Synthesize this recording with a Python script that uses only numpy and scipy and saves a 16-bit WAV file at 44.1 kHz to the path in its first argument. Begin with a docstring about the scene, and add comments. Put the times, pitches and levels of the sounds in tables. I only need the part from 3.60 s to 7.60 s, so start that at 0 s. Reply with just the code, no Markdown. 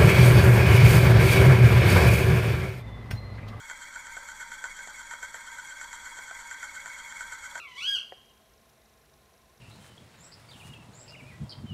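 """A gritty, pulsing metallic ring: a heavy metal disk rolls on its rim round a mirror base on a glass table.
The contact point laps the mirror about eight times a second, slowly gaining speed. Tiny bumps under
the rim ring disk and mirror, whose resonances swell, fade and bend with each lap. Several times a
second the base knocks on the table with a crack and a thud. Behind it, a small room rumbles low."""
import sys
import numpy as np
from scipy import signal
from scipy.fft import rfft, irfft
from scipy.io import wavfile

SR = 44100
rng = np.random.default_rng(int(sys.argv[2]) if len(sys.argv) > 2 else 0)


def transcribe(u):
    """Save the signal u as a 16-bit wav file named by the first command-line argument.

    u: samples, shape (n,) or (channels, n), limited to [-1, 1]; the rate is SR.
    q: integer samples, one column per channel.
    """
    v = np.clip(np.atleast_2d(u).T, -1, 1)
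    q = np.round(v * 32767).astype(np.int16)
    wavfile.write(sys.argv[1], SR, q)


N = 176400
TIME = np.arange(N) / SR

# tone of the room's rumble: (frequency [Hz], relative density [dB])
RUMBLE_COLOUR = [(15, -6.5), (26, 6.5), (42, -16.5), (59, 1), (80, -15.5), (150, -15.5), (235, -14.5),
                 (300, -18.5), (420, -31.5), (900, -52)]
# decay of the room's tail: (frequency [Hz], time to fall 60 dB [s])
ROOM_DECAY = [(200, 0.76), (1000, 0.25), (4000, 0.14), (14000, 0.28)]
# knocks of the base on the table: (time [s], sharp drive [dB], low drive [dB])
KNOCK_CUES = [(0.099, -21.5, -55), (0.112, -28, -47), (0.36, -26, -51), (0.469, -27, -55),
              (0.568, -25, -40), (0.688, -27.5, -65), (0.807, -25.5, -53), (0.825, -28, -64),
              (0.918, -26, -69), (1.041, -19.5, -40.5), (1.055, -27.5, -70), (1.067, -33, -54),
              (1.191, -25.5, -54), (1.274, -25.5, -41.5), (1.511, -22.5, -60), (1.536, -25, -49),
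              (1.629, -22.5, -45), (1.744, -24.5, -44.5), (1.764, -32, -56), (1.985, -32, -65),
              (2.213, -23, -65), (2.243, -25, -62), (2.33, -23.5, -59), (2.589, -28, -46.5),
              (2.711, -27.5, -41), (2.912, -25, -53), (2.944, -28.5, -64), (3.03, -23, -50),
              (3.259, -24, -45.5), (3.524, -26, -59), (3.608, -22.5, -47), (3.724, -26, -52),
              (3.955, -22.5, -40), (3.978, -23.5, -47)]
# tone of a knock's dry crack: (frequency [Hz], relative level [dB])
CRACK_COLOUR = [(200, -20), (420, -58), (600, -31), (850, -8), (1150, -24.5), (1500, 1), (1800, 5),
                (2200, -6), (2750, -28), (3300, -21), (5000, -24), (7500, -4.5), (9000, -36.5),
                (15000, -48)]
# how hard a knock's sharp part rings the resonances: (frequency [Hz], relative drive [dB])
KNOCK_DRIVE = [(900, 65.5), (1300, 59), (1540, 67.5), (1850, 31), (2200, 55), (3300, 59.5), (7500, 45),
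               (14000, 50)]
# modes of base and table, the same all round the lap: (pitch [Hz], width [Hz], gain [dB])
BASE_MODES = [(225, 110, -78), (300, 35, -80), (520, 45, -74.5), (573, 26, -70.5), (665, 50, -78),
              (800, 40, -75), (865, 35, -64), (950, 35, -61.5), (1002, 35, -65), (1049, 30, -64),
              (1165, 35, -69.5), (1253, 25, -69), (1310, 30, -66)]
# resonances of disk and mirror: (pitch [Hz], width [Hz], gain [dB], swing once a lap [dB], peak [laps],
# swing twice a lap [dB], peak [laps], swing once a rim turn [dB])
DISK_MODES = [ (931, 49, -60, 1.5, .4, 1.8, 0.034, 0.2), (1344, 59, -58.5, 0.6, 0, 0.19, 0.74, 0.24),
              (1450, 80, -55.5, 4, .1, .8, .52, .8), (1534, 100, -48.0, 3.3, .13, .8, .53, .8),
              (1835, 170, -57.5, .3, .95, 2.2, .01, .5), (2016, 56.7, -56.5, 1.0, 0.0081, 0.41, 0.19, 2.5),
              (2170, 111, -53, 2.2, 0.68, 0.84, 0.57, 3.16), (2285, 24, -66, 1.3, 0.36, 0.57, 0.035, 0.79),
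              (3259, 135, -59, 0.58, 0.2, 3.1, 0.096, 0.13), (3520, 130, -67, 1.8, 0, 0.92, 0.62, 0.19),
              (3960, 87, -70, 1.4, 0.24, 2.6, 0, 0.32), (4466, 470, -62.5, 1.2, 0.16, 1.2, 0, 0.84),
              (5730, 324, -61.5, 0.77, .0, 0.17, 0.13, 0.79), (6060, 260, -62, 1.5, .0, 0.7, 0, .9),
              (6874, 220, -57.5, 0.6, 0.59, 0.6, 0, 1.56), (7256, 330, -58.5, 4.7, 0, 3.2, 0.0084, 1.8),
              (7670, 380, -56.5, 3.2, .99, 3.5, 0.092, 1.3), (8150, 160, -64, 0.27, 0.71, 0.24, 0, 0.59),
              (9430, 690, -67.5, 0.67, 0.39, 2.9, 0.1, 1.4), (11260, 200, -75.5, 3.8, 0.94, 2.3, 0.43, 2.2),
              (11370, 260, -72, 1, 1, .6, 0.56, 1.6), (12870, 89, -83, 3.0, .06, 2.2, .0, 2.1),
              (13800, 290, -75.5, 2, .47, 2.5, .15, 1.3), (15000, 1100, -77, .6, .4, 1.5, .1, 1.0)]
# the moving load bends the pitch: (frequency [Hz], once a lap [fraction], twice a lap [fraction])
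LOAD_BEND = [(1000, 0.0032, 0.0023), (1540, 0.014, 0.005), (2350, 0.0049, 0.0016), (3300, .018, -0.002),
             (4500, .005, .007), (5900, 0.0068, 0.007), (7170, 0.014, 0.022), (8100, 0.0053, 0.015),
             (9500, .001, 0.0049), (14300, .001, .001)]
# slow level ride on the rolling tones near 2 kHz: (time [s], level [dB])
SING_RIDE = [(0, 0.5), (1.3, -0.8), (2.3, -2), (3.35, 2.5), (3.7, 0), (4, 0.5)]

LAPS_PER_S, LAPS_GAIN_PER_S2, START_LAP = 8.425, .062, .1585
RIM_TURNS_PER_LAP, RIM_ROUGHEST_TURN = .841, .89
BEND_ONCE_PEAK_LAP, BEND_TWICE_PEAK_LAP = .55, .42
BUMPS_PER_S, BUMP_SPREAD_DB = 9000, 2
FLUTTER_DB, FLUTTER_HZ = .68, 129  # unsteady contact force
ROLL_DB, ROLL_RISE_DB_PER_S = -.36, .3144  # the rolling grows a little with speed
SING_FROM_HZ, SING_TO_HZ = 1950, 2500
RATTLE_DECAY_S, RATTLE_DB = .0067, -7
CRACK_GAIN_DB, KNOCK_RING_GAIN_DB = 19, -7.5
THUD_HZ, THUD_WIDTH_HZ, THUD_GAIN_DB = 730, 287, 19.5
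TABLE_RING_BELOW_HZ, TABLE_RING_GAIN_DB = 920, 76.5
RUMBLE_DB, ROOM_SEND_DB, HIGH_CUT_HZ = -63, -12, 15480


def amp(db):
    """Decibels to gain."""
    return 10 ** (np.asarray(db) / 20)


def unit(x):
    """Scales to rms 1."""
    return x / np.sqrt(np.mean(x ** 2) + 1e-20)


def at_hz(table, hz):
    """Reads a table on a log-frequency axis."""
    frequency, value = np.transpose(table)
    return np.interp(np.log(hz + 1), np.log(frequency + 1), value)


def add(mix, start_s, sound):
    """Drops a sound into the mix at its cue."""
    part = mix[max(round(start_s * SR), 0):][:len(sound)]
    part += sound[:len(part)]


def shaped_noise(gain_at):
    """Noise coloured by a gain curve over frequency, rms 1."""
    spectrum = rfft(rng.standard_normal(N)) * gain_at(np.fft.rfftfreq(N, 1 / SR))
    return unit(irfft(spectrum, N))


def resonate(x, hz, width_hz):
    """A steep resonance on a steady or moving pitch: shift down, low-pass, shift back up."""
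    carrier = np.exp(2j * np.pi * np.cumsum(hz * np.ones(N)) / SR)
    pole = np.exp(-np.pi * width_hz / SR)
    envelope = signal.lfilter([(1 - pole) ** 2], [1, -2 * pole, pole * pole], x / carrier + 1e-18)
    return 2 * (carrier * envelope).real / np.sqrt(np.pi * width_hz / (2 * SR))


def swing(turns, peak_at, per_turn=1):
    """A smooth rise and fall locked to the rotation."""
    return np.cos(2 * np.pi * per_turn * (turns - peak_at))


def rumble():
    """The bed: low background noise of the room."""
    return amp(RUMBLE_DB) * shaped_noise(lambda hz: amp(at_hz(RUMBLE_COLOUR, hz)))


def room_tail(sound):
    """The small room's short diffuse reverb, in which the lows hang longest."""
    hz, t, spectrum = signal.stft(rng.standard_normal(SR // 2), SR, nperseg=256)
    decay = amp(-60 * t / at_hz(ROOM_DECAY, hz)[:, None])
    _, tail = signal.istft(spectrum * decay, SR)
    tail[:SR // 250] = 0  # 4 ms pre-delay
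    return signal.fftconvolve(sound, tail / np.linalg.norm(tail))[:N]


def knock_forces():
    """The base hits the table with a blow and a short rattle; returns the sharp part and the low push."""
    sharp, push = np.zeros(N), np.zeros(N)
    t = TIME[:SR // 20]
    for start_s, sharp_db, push_db in KNOCK_CUES:
        rattle = rng.standard_normal(len(t)) * np.exp(-t / RATTLE_DECAY_S)
        blow = amp(RATTLE_DB) * rattle / np.linalg.norm(rattle)
        blow[0] += 1  # the impact itself
        add(sharp, start_s, amp(sharp_db) * blow)
        add(push, start_s, amp(push_db) * blow)
    return sharp, push


def knock_crack(sharp):
    """The dry crack of each blow, minimum-phase for an instant attack."""
    size = 4096
    colour = amp(at_hz(CRACK_COLOUR, np.fft.rfftfreq(size, 1 / SR)))
    cepstrum = irfft(np.log(colour))
    cepstrum[1:size // 2] *= 2
    cepstrum[size // 2 + 1:] = 0
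    crack = irfft(np.exp(rfft(cepstrum)))
    return amp(CRACK_GAIN_DB) * signal.fftconvolve(sharp, crack)[:N]


def knock_send(sharp, hz):
    """The drive that the blows feed into a resonance at this pitch."""
    return sharp * amp(KNOCK_RING_GAIN_DB + at_hz(KNOCK_DRIVE, hz))


def base_and_table(roll, sharp, push):
    """Rolling hums through the steady modes; a knock's push rings the low ones, its sharp part the rest."""
    body = np.zeros(N)
    for hz, width, db in BASE_MODES:
        knock = push * amp(TABLE_RING_GAIN_DB) if hz < TABLE_RING_BELOW_HZ else knock_send(sharp, hz)
        body += amp(db) * resonate(roll + knock, hz, width)
    return body


def rolling_force():
    """The grit: dense tiny bumps under the rim, pressed by an unsteady load."""
    size = amp(BUMP_SPREAD_DB * np.minimum(rng.exponential(1, N), np.log(100)))
    bumps = size * rng.choice([-1, 1], N) * (rng.random(N) < BUMPS_PER_S / SR)
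    flutter = shaped_noise(lambda hz: 1 / (1 + (hz / FLUTTER_HZ) ** 2))
    return unit(bumps * amp(FLUTTER_DB * flutter)) * amp(ROLL_DB + ROLL_RISE_DB_PER_S * TIME)


def disk_on_mirror(roll, sharp):
    """Rolling and knocks ring disk and mirror; the circling contact swells and bends each resonance."""
    laps = START_LAP + LAPS_PER_S * TIME + .5 * LAPS_GAIN_PER_S2 * TIME ** 2
    rim_roughness = swing(RIM_TURNS_PER_LAP * laps, RIM_ROUGHEST_TURN)
    bend_once = swing(laps, BEND_ONCE_PEAK_LAP)
    bend_twice = swing(laps, BEND_TWICE_PEAK_LAP, per_turn=2)
    bend_hz, once_depth, twice_depth = np.transpose(LOAD_BEND)
    ring = np.zeros(N)
    for hz, width, db, once_db, once_at, twice_db, twice_at, rim_db in DISK_MODES:
        swell_db = once_db * swing(laps, once_at) + twice_db * swing(laps, twice_at, per_turn=2)
        swell_db += rim_db * rim_roughness
        if SING_FROM_HZ < hz < SING_TO_HZ:
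            swell_db += np.interp(TIME, *np.transpose(SING_RIDE))
        bend = np.interp(hz, bend_hz, once_depth) * bend_once
        bend += np.interp(hz, bend_hz, twice_depth) * bend_twice
        drive = roll * amp(swell_db) + knock_send(sharp, hz)
        ring += amp(db) * resonate(drive, hz * (1 + bend), width)
    return ring


def scene():
    """The mono mix: disk, base and knocks up front, room tail and rumble behind."""
    roll = rolling_force()
    sharp, push = knock_forces()
    thud = amp(THUD_GAIN_DB) * resonate(push, THUD_HZ, THUD_WIDTH_HZ)
    direct = disk_on_mirror(roll, sharp) + base_and_table(roll, sharp, push) + knock_crack(sharp) + thud
    return (direct + amp(ROOM_SEND_DB) * room_tail(direct) + rumble())[None]


def record(dry):
    """A steep high cut takes the very top off the mix."""
    high_cut = signal.firwin(511, HIGH_CUT_HZ, window=("kaiser", 9), fs=SR)
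    return signal.oaconvolve(dry, high_cut[None], "same")


dry = scene()
out = record(dry)
transcribe(out)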